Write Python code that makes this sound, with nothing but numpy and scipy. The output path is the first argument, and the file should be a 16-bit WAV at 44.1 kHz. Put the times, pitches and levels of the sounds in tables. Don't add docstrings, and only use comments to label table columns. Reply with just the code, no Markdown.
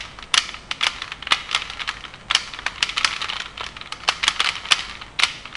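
import sys
import numpy as np
from scipy import signal
from scipy.fft import rfft, irfft, next_fast_len
from scipy.io import wavfile

SR = 44100
rng = np.random.default_rng(int(sys.argv[2]) if len(sys.argv) > 2 else 0)


def persist_wave(psi):
    counts = np.round(np.clip(psi, -1, 1) * 32767).astype(np.int16)
    wavfile.write(sys.argv[1], SR, np.atleast_2d(counts).T)


N = 245195

# (frequency [Hz], width [Hz], gain [dB])
HOLLOW_MODES = [(256, 970, -21), (436, 367, -12), (1037, 590, -4.5), (1314, 248, 3), (1446, 136, 0),
                (1723, 425, -3)]
FACE_MODES = [(2223, 636, -0.5), (3070, 280, 2.5), (3310, 453, -1.5), (3934, 536, -3.5)]
# (frequency [Hz], width [Hz], gain [dB])
EDGE_AND_MIC_MODES = [(4454, 673, 9), (5980, 1730, 1), (7710, 530, -1), (8130, 1370, -10), (10240, 560, -8)]


def amp(db):
    return 10 ** (np.asarray(db) / 20)


def unit_rms(x):
    return x / np.sqrt(np.mean(x ** 2) + 1e-20)


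def along(points, hz):
    point_hz, values = np.transpose(points)
    return np.interp(np.log(hz + 1), np.log(point_hz + 1), values)


def filtered(x, response):
    size = next_fast_len(N + SR // 2)
    return irfft(rfft(x, size) * response(np.fft.rfftfreq(size, 1 / SR)), size)[..., :N]


def impulses(times, level_db):
    return np.bincount(np.round(times * SR).astype(int), amp(level_db), N)[:N]


def resonance(f, hz, width):
    return 1j * f * width / (hz * hz - f * f + 1j * f * width)


def modes(f, table):
    return sum((-1) ** k * amp(db) * resonance(f, hz, width) for k, (hz, width, db) in enumerate(table))


def rings(force, table):
    return filtered(force, lambda f: modes(f, table))


def room_tone():
    # (frequency [Hz], relative density [dB])
    spectrum = [(15, -1.5), (30, -7), (50, 6), (80, -5), (120, -4), (200, -7), (400, -12), (1000, -11.5),
                (2500, -21.5), (4500, -33), (9000, -31.5), (11500, -78)]
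    return amp(-42.5) * unit_rms(filtered(rng.standard_normal(N), lambda hz: amp(along(spectrum, hz))))


def rattle(ticks_per_s=700):
    # (time [s], level [dB])
    envelope = [(0, -36.5), (.22, -55), (.75, -50), (.93, -41.5), (1.15, -52), (1.44, -42.5), (1.8, -42.5),
                (2.11, -45), (2.35, -52.5), (2.5, -41.5), (2.72, -46), (3.22, -35.5), (3.41, -47),
                (3.76, -50.5), (4.4, -39), (4.85, -38), (5.3, -66.5), (5.56, -40.5)]
    times, level_db = np.transpose(envelope)
    ticks = (rng.random(N) < ticks_per_s / SR) * rng.standard_normal(N)
    ticks *= amp(6.4 * rng.standard_normal(N))
    body = (rings(ticks, HOLLOW_MODES) * amp(4) + rings(ticks, FACE_MODES)
            + rings(ticks, EDGE_AND_MIC_MODES) * amp(-16))
    return amp(np.interp(np.arange(N) / SR, times, level_db)) * unit_rms(body)


def room_tail(x, delay_samples=130):
    # (frequency [Hz], time to fall 60 dB [s])
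    decay_times = [(200, 0.077), (530, 0.13), (1400, 0.58), (3700, 0.68), (10000, 0.67)]
    out, step = np.zeros(N + 2 * SR), SR // 3
    for start in range(0, N, step):
        hz, t, noise = signal.stft(rng.standard_normal(SR), SR, nperseg=256)
        late = amp(-60 * t / along(decay_times, hz)[:, None])
        early = amp(10 - 60 * t / 0.048)
        tail = signal.istft(noise * (late + early), SR, nperseg=256)[1][:SR]
        wet = signal.fftconvolve(x[start:start + step], tail / np.linalg.norm(tail))
        out[start + delay_samples:][:len(wet)] += wet
    return out[:N]


def knocks_into_room(strikes):
    opening_snap = [[0.0024], [-10], [-22], [-10.5]]
    times, level_db, hollow_db, edge_db = np.hstack([opening_snap, strikes[:4]])
    return (rings(impulses(times, level_db + hollow_db + 31.5), HOLLOW_MODES)
            + rings(impulses(times, level_db + 25.5), FACE_MODES)
            + rings(impulses(times, level_db + edge_db + 19), EDGE_AND_MIC_MODES))


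def contacts():
    # (time [s], level [dB], hollow over level [dB], edges over level [dB])
    blows = [(.1874, -31.5, 5.5, -2.5), (0.2255, -25.5, -7, -13), (.239, -33, -20, -8),
             (0.3408, -5, -5.5, -6.5), (0.3683, -18.5, 1, -8), (0.3758, -8.5, -6, 0.5),
             (0.3775, -5, -11, -9.5), (.3829, -22, -7, -25), (.491, -21, -8, -47),
             (0.542, -23.5, -4, -23.5), (0.567, -31.5, -7, -25), (0.7118, -12, -10, -9.5),
             (.810, -16, -3.5, -13), (0.8277, -14.5, -4.5, -12), (0.8335, -7.5, -16, -13),
             (0.8421, -15, -5, -7), (0.8562, -21, -3, -14.5), (0.8669, -6.5, -5.5, -7.5),
             (0.9845, -26, -2.5, -42), (1.0192, -16.5, -3, -12), (1.0427, -30, 2, -5),
             (1.078, -29.5, 2, -4.5), (1.1187, -19, -4, -13.5), (1.2248, -22, -5, -17),
             (1.27, -18, -4.5, -20), (1.3091, -14, -3.5, -18), (1.3201, -7, -1, -11.5),
             (1.3225, -4, -10.5, -14.5), (1.334, -18.5, -8, -8), (1.3451, -23.5, -7, 0),
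             (1.408, -29, -2, -12), (1.4905, -25.5, -2.5, -22), (1.5123, -17, -11, -8.5),
             (1.5279, -19, -6.5, -8), (1.5472, -6.5, -9, -10), (1.561, -13.5, -2, -9),
             (1.5752, -24.5, -2, -3), (1.619, -17, -9.5, -16), (1.699, -20, -5.5, -7),
             (1.734, -23.5, -21, -15), (1.7948, -22, -8.5, -13), (1.803, -24, 0.5, -9),
             (1.8098, -20.5, -14, -16), (1.817, -16.5, -8.5, -16), (1.8763, -19, -8, -13),
             (1.881, -25, 0, -8), (1.8899, -16.5, 2, -7), (1.8945, -22.5, -21, -18), (1.9109, -27, -8, -7),
             (1.9698, -30.5, 1.5, -11), (2.007, -30.5, -14, -8), (2.0392, -24, -7, -29),
             (2.0512, -25, -1.5, -14), (2.1382, -29, -1.5, -19), (2.3004, -21, -5, -12),
             (2.3094, -8, -5, -29), (2.3124, -22.5, 2, -2), (2.3488, -4, -6.5, -3),
             (2.3656, -18.5, -1, -20), (2.5362, -21, -10.5, -23.5), (2.5888, -24.5, 2.5, -15),
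             (2.6641, -12.5, 0.5, -8), (2.679, -22.5, -12, -20), (2.7586, -29.5, -1.5, -9),
             (2.7804, -25, -10, -20), (2.806, -28, 1.5, -35), (2.8267, -4.5, -8.5, -6.5),
             (2.8909, -16.5, -12, -14), (2.8955, -19.5, -12, -10), (2.9714, -18, .5, -10),
             (2.977, -23.5, -8, -4), (2.9792, -9.5, -12, -9.5), (3.0028, -25, -9, -20),
             (3.0091, -20, -5, -13), (3.0314, -23, -13, -10), (3.0454, -5.5, -4, -3.5),
             (3.055, -29, -5, -4), (3.0748, -16.5, -32, -12), (3.1092, -21, -6, -16),
             (3.117, -23, -14, -17), (3.1286, -19, -10, -20), (3.1366, -19, -8, -19),
             (3.163, -19, -6, -8.5), (3.2155, -16, -9, -17.5), (3.2192, -20.5, -7, -5),
             (3.224, -18, -6, -21), (3.243, -18.5, -3, -10.5), (3.255, -26, 0, -19.5),
             (3.2855, -23, -5, -16), (3.2914, -21, -6, -5.5), (3.3, -14, -8.5, -29),
             (3.3248, -20.5, -6, -24), (3.3326, -20.5, -4, -14), (3.357, -25.5, 0, -8),
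             (3.3655, -18, -5.5, -14), (3.4, -17.5, -5, -10), (3.4028, -23, 2.5, -9),
             (3.4186, -22, -8, -9.5), (3.458, -24.5, -2, -15), (3.577, -21.5, -9.5, -15),
             (3.598, -24, -7, -21), (3.607, -22, 0, -17), (3.6122, -24.5, -2, -15), (3.633, -24, -2.5, -20),
             (3.6401, -23, -8, -7.5), (3.6645, -22.5, -3, -5), (3.6883, -32.5, -7, -4),
             (3.7665, -24, -9, -12), (3.8121, -21.5, -7, -26), (3.859, -28.5, -5.5, -19),
             (3.8732, -30, -7, -26), (3.9224, -18.5, -3, -4), (4.0028, -32, -5, -11),
             (4.035, -28.5, -1.5, -7), (4.0781, -18, -3.5, -2), (4.087, -7, -2, -4.5),
             (4.0912, -11, -14, -22), (4.1234, -26.5, -2, -20), (4.2295, -18, -3.5, -7.5),
             (4.237, -10.5, -7.5, -18), (4.2408, -15.5, -16, -8), (4.267, -27, -14, -49),
             (4.2688, -15, -6, -13), (4.279, -6, -3.5, -5), (4.307, -22, -15, -21), (4.3606, -23, -7, -17),
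             (4.3947, -16.5, -7, -15), (4.403, -7, -3.5, -11), (4.4146, -14.5, -13, -11),
             (4.4444, -13.5, -7, -7), (4.46, -16, -2.5, -6.5), (4.4652, -17.5, -2, -6),
             (4.4706, -13.5, -6, -9), (4.4887, -10.5, -7.5, -7), (4.5015, -26, 0, -10),
             (4.5539, -22, -4, -8), (4.565, -21.5, -7, -20), (4.581, -26, -11, -15),
             (4.6544, -21.5, -6.5, -32), (4.6865, -23, -19, -13), (4.71, -11.5, -4.5, -8),
             (4.7195, -2, -6, -6.5), (4.7235, -8, -26, -14), (4.7285, -22.5, -12, 4),
             (4.791, -17.5, -11, -10), (4.8054, -20, -7.5, -9), (4.85, -32.5, 1, -10),
             (4.896, -27, -2, -10), (4.911, -26.5, -7.5, -14), (4.953, -27, -6, -25),
             (5.0135, -30.5, 2, -12), (5.0189, -25, -8, -23), (5.19, -17.5, -13, -12),
             (5.1938, -10.5, -19, -18), (5.199, -9.5, -6.5, -9.5), (5.2225, -16.5, -3, -3),
             (5.2252, -12.5, -11, -11), (5.2342, -2, -9.5, -9), (5.2472, -26, 2, 6),
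             (5.4547, -23.5, -3.5, -21), (5.476, -33, -7, -14), (5.5264, -31.5, -1, -19),
             (5.5524, -20, -3, -8.5)]
    first = np.transpose(blows)
    chance = rng.random((len(blows), 2))[:, 0]
    scatter = rng.standard_normal((len(blows), 3))
    wait_s = .002 - .005 * np.log(1 - chance)
    rebound = first.copy()
    rebound[0] = np.minimum(first[0] + wait_s, (N - 1) / SR)
    rebound[1] += -5.5 - 900 * (rebound[0] - first[0]) - 1.5 * scatter[:, 0]
    both = np.hstack([first, rebound])
    face_hz = 3180 + 10 * both[1] + 180 * scatter[:, 1:].T.ravel()
    return np.vstack([both, face_hz])


def struck_spots(table, count, scatter_db=2.5):
    offset_db = scatter_db * rng.standard_normal((count, len(table)))
    return [(hz, width, db + offset_db[:, k:k + 1]) for k, (hz, width, db) in enumerate(table)]


def chatter(times, level_db, t60, response):
    size, lead = 2048, 256
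    t = (np.arange(size) - lead) / SR
    hits = rng.standard_normal((len(times), size)) * amp(4.4 * rng.standard_normal((len(times), size)))
    hits[:, lead + 12] += amp(16.5 + 0.1 * level_db)
    scrape = amp(-22 + 60 * t / .02) * (t < 0)
    attack = (1 - np.exp(-np.abs(t) / 0.00036)) * (t >= 0)
    decay = amp(-60 * t / np.clip(t60[:, None], .001, .04))
    force = hits * (scrape + attack * decay)
    sound = irfft(rfft(force) * response(np.fft.rfftfreq(size, 1 / SR) + 1), size)
    onset = sound[:, lead:lead + 132]
    sound = sound * amp(level_db[:, None]) / np.sqrt(2 * np.mean(onset ** 2, axis=1, keepdims=True))
    at = np.round(times[:, None] * SR).astype(int) + np.arange(size)
    return np.bincount(at.ravel(), sound.ravel(), N + SR)[lead:lead + N]


def close_knocks(strikes):
    times, level_db, hollow_db, edge_db, face_hz = strikes
    count, force_db = len(times), level_db[:, None]
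    t60 = 0.011 * amp(0.15 * level_db)
    hollow_width = 7000 / (0.5 - 0.12 * force_db)
    face_width = 900 - 35 * force_db
    edge_tilt = 1.7 + 0.098 * force_db
    hollow = lambda f: modes(f, struck_spots(HOLLOW_MODES, count)) * resonance(f, 1250, hollow_width)
    face = lambda f: (modes(f, struck_spots(FACE_MODES, count))
                      * resonance(f, face_hz[:, None], face_width))
    edge = lambda f: modes(f, struck_spots(EDGE_AND_MIC_MODES, count)) * (f / 6000) ** edge_tilt
    return (chatter(times, level_db + hollow_db, 0.96 * t60, hollow)
            + chatter(times, level_db, t60, face)
            + chatter(times, level_db + edge_db, 2.1 * t60, edge))


def thumps():
    # (time [s], level [dB])
    jolts = [(.3777, -31), (0.8675, -32), (1.3203, -10), (2.3488, -14), (2.5875, -32), (2.6637, -30),
             (2.827, -24), (3.0451, -20), (4.279, -21), (4.403, -32), (4.7188, -13), (5.2338, -32)]
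    times, level_db = np.transpose(jolts)
    return filtered(impulses(times, level_db + 26), lambda f: resonance(f, hz=350, width=500) ** 2)


def scene():
    strikes, loose = contacts(), rattle()
    tail = room_tail(knocks_into_room(strikes) + amp(-2.5) * loose)
    return (close_knocks(strikes) + thumps() + loose + tail + room_tone())[None]


def record(dry):
    gain_db, ceiling, top_hz = -1.35, .985, 10800
    driven = amp(gain_db) * dry
    flattened = driven / (1 + np.abs(driven / ceiling) ** 8) ** (1 / 8)
    return filtered(flattened, lambda hz: 1 / (1 + (hz / top_hz) ** 80))


dry = scene()
out = record(dry)
persist_wave(out)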